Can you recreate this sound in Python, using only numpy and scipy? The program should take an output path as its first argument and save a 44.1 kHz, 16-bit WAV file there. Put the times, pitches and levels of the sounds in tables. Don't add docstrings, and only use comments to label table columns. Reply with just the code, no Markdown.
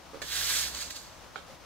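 import sys
import numpy as np
from scipy import signal
from scipy.fft import rfft, irfft, next_fast_len
from scipy.io import wavfile
from scipy.ndimage import uniform_filter1d

SR = 44100
rng = np.random.default_rng(int(sys.argv[2]) if len(sys.argv) > 2 else 0)


def persist_wave(psi):
    counts = np.round(np.clip(psi, -1, 1) * 32767).astype(np.int16)
    wavfile.write(sys.argv[1], SR, np.atleast_2d(counts).T)


N = 72765
T = np.arange(N) / SR
PADDED = next_fast_len(N + SR // 2)
FREQS = np.maximum(np.arange(PADDED // 2 + 1) * SR / PADDED, 1)


def from_db(db):
    return 10 ** (np.asarray(db) / 20)


def rms_one(x):
    return x / np.sqrt(np.mean(x ** 2) + 1e-20)


def in_time(rows):
    return np.interp(T, *np.transpose(rows))


def over_hz(points):
    hz, value = np.transpose(points)
    return np.interp(np.log(FREQS), np.log(hz), value)


def filtered(x, response):
    return irfft(rfft(x, PADDED) * response, PADDED)[..., :N]


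def drift(rate_hz):
    wander = rfft(rng.standard_normal(PADDED)) / (1 + (FREQS / rate_hz) ** 2)
    return rms_one(irfft(wander, PADDED)[:N])


def swell(start, end, rise, fall):
    return np.exp(-np.maximum(start - T, 0) / rise - np.maximum(T - end, 0) / fall)


def bristles():
    # time in seconds, level in dB before the push gain.
    push_curve = [(0.24, -47), (0.336, -34), (0.484, -32), (0.496, -29), (0.592, -31.5), (0.676, -38),
                  (0.7, -44.5)]
    # frequency in Hz, density in dB per Hz.
    bristle_colour = [(150, -22), (400, -16), (850, -15), (1250, -8.5), (1600, -3), (2300, -5.5),
                      (3000, -3.5), (3800, 1), (5300, -2), (6500, -2.5), (8000, -4.5), (10000, -11.5),
                      (12700, -8.5), (15500, -15.5)]
    push_gain_db, onset_s, release_s = 3, 0.004, 0.0099
    flicks_per_s, flick_spread_db = 15000, 2.5
    clump_db, clump_rate_hz = .7, 70
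    push = from_db(in_time(push_curve) + push_gain_db)
    push = push * swell(push_curve[0][0], push_curve[-1][0], onset_s, release_s)
    flicks = rms_one(tufts(clicks(flicks_per_s, flick_spread_db, bristle_colour)))
    clumps = from_db(clump_db * drift(clump_rate_hz))
    return moving(push * clumps, flicks)


def tufts(x, count=9):
    # frequency in Hz, width in Hz, boost in dB.
    head_rings = [(1647, 50, 4), (3256, 30, 3), (3436, 30, 4), (3932, 30, 3), (4304, 30, 4), (6218, 40, 3),
                  (6743, 40, 3)]
    patchy_db, patch_rate_hz = 1.03, 19
    boost_db = sum(db / (1 + (2 * (FREQS - hz) / width) ** 2) for hz, width, db in head_rings)
    body = from_db(boost_db)
    centres = np.log(np.geomspace(700, 15000, count))
    out = 0
    for band in np.eye(count):
        window = np.interp(np.log(FREQS), centres, band)
        out = out + filtered(x, body * window) * from_db(patchy_db * drift(patch_rate_hz))
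    return out


def clicks(per_s, spread_db, spectrum):
    sizes = from_db(spread_db * np.minimum(rng.exponential(1, (3, N)), 4))
    signs = rng.choice([-1, 1], (3, N))
    happens = rng.random((3, N)) < per_s / SR
    return rms_one(filtered(sizes * signs * happens, from_db(over_hz(spectrum))))


def judder():
    # time in seconds, level in dB before the judder gain.
    judder_curve = [(0.28, -58), (0.294, -59.5), (0.344, -58.5), (0.446, -54.5), (0.492, -59), (0.716, -54),
                    (0.994, -69), (1.0, -79)]
    centre_hz, wander, gain_db = 61.45, 0.017, 3.5
    octave_db, octave_end_s = -5.5, 0.64
    phase = 2 * np.pi * np.cumsum(centre_hz * (1 + wander * drift(6.8))) / SR
    octave = from_db(octave_db) * swell(0, octave_end_s, 1, 0.023) * np.sin(2 * phase)
    level = from_db(in_time(judder_curve) + gain_db)
    level = level * swell(judder_curve[0][0], judder_curve[-1][0], 0.023, 0.09)
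    return np.sqrt(2) * level * (np.sin(phase) + octave)


def grit():
    # start in seconds, level in dB, rise in seconds, fall in seconds.
    shower_rows = [(.219, -35, .002, 0.0037), (0.746, -36, .002, 0.011), (.771, -36.5, 0.0063, .016),
                   (0.81, -34, 0.018, 0.033), (.904, -35, 0.0021, 0.0037), (.959, -39, .007, 0.015)]
    # time in seconds, level in dB.
    rolling_curve = [(.66, -60), (.735, -41), (.87, -48), (1.0, -49), (1.1, -56), (1.25, -70)]
    # frequency in Hz, density in dB per Hz.
    grit_colour = [(200, -29), (500, -24), (1000, -14.5), (1650, -5.5), (2200, -8.5), (3100, -7),
                   (4500, 0.5), (5500, -5.5), (6400, -2.5), (7900, -6), (9800, -16), (12500, -15),
                   (15500, -18)]
    grains_per_s, grain_spread_db, hold_s = 9000, 2.7, .007
    rolling = from_db(in_time(rolling_curve)) * swell(rolling_curve[0][0], rolling_curve[-1][0], .02, .05)
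    power = rolling ** 2
    for s, db, rise, fall in shower_rows:
        power = power + (from_db(db) * swell(s, s + hold_s, rise, fall)) ** 2
    return moving(np.sqrt(power), clicks(grains_per_s, grain_spread_db, grit_colour))


def shoe():
    # start in seconds, level in dB, tilt in dB per octave.
    step_rows = [(.134, -43.5, -1.4), (.1452, -36.5, 0.39), (.158, -45, -1.3), (.172, -46.5, -2)]
    # frequency in Hz, level in dB, 60 dB decay in seconds.
    shoe_modes = [(336, -10.5, 0.15), (364, -3, 0.054), (460, -2.5, 0.047), (540, 1, 0.059),
                  (820, 6, 0.0098), (1130, 1, 0.025)]
    return struck(step_rows, shoe_modes, build_s=0.00049, crunch_db=-31, crunch_fall_s=0.0055)


def broom_head():
    # start in seconds, level in dB, tilt in dB per octave.
    landing_rows = [(.2180, -36.5, 2), (.2245, -41, 7.5), (.233, -53, -4)]
    # frequency in Hz, level in dB, 60 dB decay in seconds.
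    head_modes = [(367, -20, 0.08), (407, 4, 0.029), (553, -0.5, 0.05), (1570, -6, .018), (1755, 2, 0.024),
                  (2210, -2, 0.017), (3450, -5, 0.022), (4060, -9, 0.013)]
    return struck(landing_rows, head_modes, build_s=0.00017, crunch_db=-5.5, crunch_fall_s=0.0083)


def woody_tap():
    # start in seconds, level in dB, tilt in dB per octave.
    tap_rows = [(1.3580, -18, 0.5), (1.3635, -34, -1), (1.3785, -33, -14), (1.3835, -29.5, -11.5),
                (1.388, -45, -8)]
    # frequency in Hz, level in dB, 60 dB decay in seconds.
    wood_modes = [(397, -25.5, 0.019), (556, -23.5, 0.061), (762, -18.5, 0.044), (1356, -4, 0.016),
                  (1477, -2.5, .013), (2270, -15.5, 0.019), (3190, -14, 0.0098), (4120, -16, 0.0098)]
    return struck(tap_rows, wood_modes, build_s=0.0013, crunch_db=-14, crunch_fall_s=0.0044)


def struck(hits, modes, build_s, crunch_db, crunch_fall_s):
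    # frequency in Hz, density in dB per Hz.
    crunch_colour = [(120, -9), (400, 7), (1500, 2), (2100, -11), (3600, 4), (5000, -7), (8000, -12.5),
                     (15000, -43)]
    mode_spread_db, tilt_centre_hz = 2, 980
    noise = filtered(rng.standard_normal(N), from_db(over_hz(crunch_colour)))
    crunch = from_db(crunch_db) * rms_one(noise)
    hz, mode_db, t60 = np.transpose(modes)[..., None]
    out = np.zeros(N)
    for s, db, tilt in hits:
        age = np.clip(T - s, 0, .5)
        uneven_db = mode_spread_db * rng.standard_normal(hz.shape)
        strength_db = mode_db + tilt * np.log2(hz / tilt_centre_hz) + uneven_db
        ring = np.sum(from_db(strength_db - 60 * age / t60) * np.sin(2 * np.pi * hz * age), axis=0)
        build_up = 1 - np.exp(-age / build_s)
        out += from_db(db) * build_up * (ring + crunch * np.exp(-age / crunch_fall_s))
    return out


def flex():
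    return ping(.212, hz=66, db=-31, rise=.03, fall=.018)


def stone_chip():
    return ping(1.026, hz=14050, db=-43, rise=.003, fall=.004)


def ping(s, hz, db, rise, fall):
    age = np.maximum(T - s, 0)
    return from_db(db) * (1 - np.exp(-age / rise)) * np.exp(-age / fall) * np.sin(2 * np.pi * hz * age)


def yard(x):
    t60_s, delay_s, scatter_db = 0.25, 0.0018, 6
    tail = rng.standard_normal((2, N)) * from_db(-60 * T / t60_s) * (T > delay_s)
    tail = rfft(tail, PADDED)
    tail /= np.sqrt(uniform_filter1d(np.abs(tail) ** 2, size=1000, axis=1))
    return microphones(x, filtered(x, tail), scatter_db)


def moving(level, streams):
    smear_s = 0.019
    keep = np.exp(-1 / (smear_s * SR))
    trailing = np.sqrt(signal.lfilter([1 - keep], [1, -keep], level ** 2 + 1e-18))
    return microphones(level * streams[0], trailing * streams[1:], 0)


def microphones(direct, scattered, scatter_db):
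    # frequency in Hz, left minus right in dB.
    path_balance = [(100, -2.5), (600, -9.5), (1000, -10), (1600, -6.5), (3300, -9.5), (4200, -7),
                    (5300, 0.5), (6600, -1.5), (8200, -1.5), (10000, -5.5), (13000, -5.5), (15500, -19)]
    # frequency in Hz, lead of the left in radians.
    left_lead = [(100, 0.116), (2200, 0.6), (3400, 0.41), (3800, 1.83), (5100, 2.27), (5800, 3.26),
                 (6300, 4.76), (7600, 5.07), (10300, 5.5), (13000, 5), (15000, 5.8)]
    # frequency in Hz, dB against direct before scatter_db.
    scatter_colour = [(100, 11), (500, -16), (1600, -13.5), (2600, -2), (4500, -4), (5700, -3), (8000, 6.5),
                      (9800, -2.5), (11500, 6), (15000, -14)]
    wet = from_db(over_hz(scatter_colour) + scatter_db)
    gain = sides(path_balance) / np.sqrt(1 + wet ** 2)
    lead = np.exp(1j * over_hz(left_lead) * np.array([[1], [0]]))
    return filtered(direct, gain * lead) + filtered(scattered, gain * wet)


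def sides(balance):
    gains = from_db(over_hz(balance) * np.array([[.5], [-.5]]))
    return gains / np.sqrt(np.mean(gains ** 2, axis=0))


def garden():
    # frequency in Hz, relative density in dB per Hz.
    air_colour = [(15, -32), (25, -9), (79, -2.5), (152, -11), (227, -9.5), (260, -9), (359, -9.5),
                  (399, -13.5), (523, -7.5), (741, -8.5), (1050, -7.5), (1800, -15.5), (6050, -20.5),
                  (7700, -28), (15500, -35.5)]
    # time in seconds, change in dB.
    air_swell = [(0, 1.5), (.6, 0), (1.2, 2.5), (1.48, 0), (1.65, 1)]
    # frequency in Hz, correlation from -1 to 1.
    air_likeness = [(60, 0.4), (200, 0.37), (600, .5), (1500, 0.66), (4000, 0.45), (12000, -0.1449)]
    # frequency in Hz, left minus right in dB.
    air_balance = [(60, 2), (300, 3.5), (700, 5.5), (2000, 3.5), (5000, -0.5), (12000, 0.5)]
    base_db, flicker_db = -50.5, 1.5
    mid, side = rng.standard_normal((2, N))
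    alike = np.clip(over_hz(air_likeness), -.95, .95)
    colour = from_db(over_hz(air_colour)) * sides(air_balance)
    width = np.sqrt((1 - alike) / (1 + alike))
    air = filtered(mid, colour) + filtered(side, colour * width) * [[1], [-1]]
    return rms_one(air) * from_db(base_db + in_time(air_swell) + flicker_db * drift(5))


def drone():
    hz, width_hz, level_db = 170.8, 8, -68.5
    resonance = 1 / (1 + ((FREQS - hz) / width_hz) ** 2)
    return from_db(level_db) * rms_one(filtered(rng.standard_normal(N), resonance))


def hoot():
    start_s, end_s, edge_s = 1.495, 1.545, 0.0048
    centre_hz, waver, level_db = 532, 0.0095, -53.5
    phase = 2 * np.pi * np.cumsum(centre_hz * (1 + waver * drift(26))) / SR
    return from_db(level_db) * swell(start_s, end_s, edge_s, edge_s) * np.sin(phase)


def scene():
    sweep = bristles() + judder() + flex() + grit() + stone_chip()
    knocks = yard(shoe() + broom_head() + woody_tap())
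    return sweep + knocks + garden() + drone() + hoot()


def record(dry):
    cutoff_hz = 15750
    return filtered(dry, 1 / np.sqrt(1 + (np.minimum(FREQS / cutoff_hz, 1.1)) ** 600))


dry = scene()
out = record(dry)
persist_wave(out)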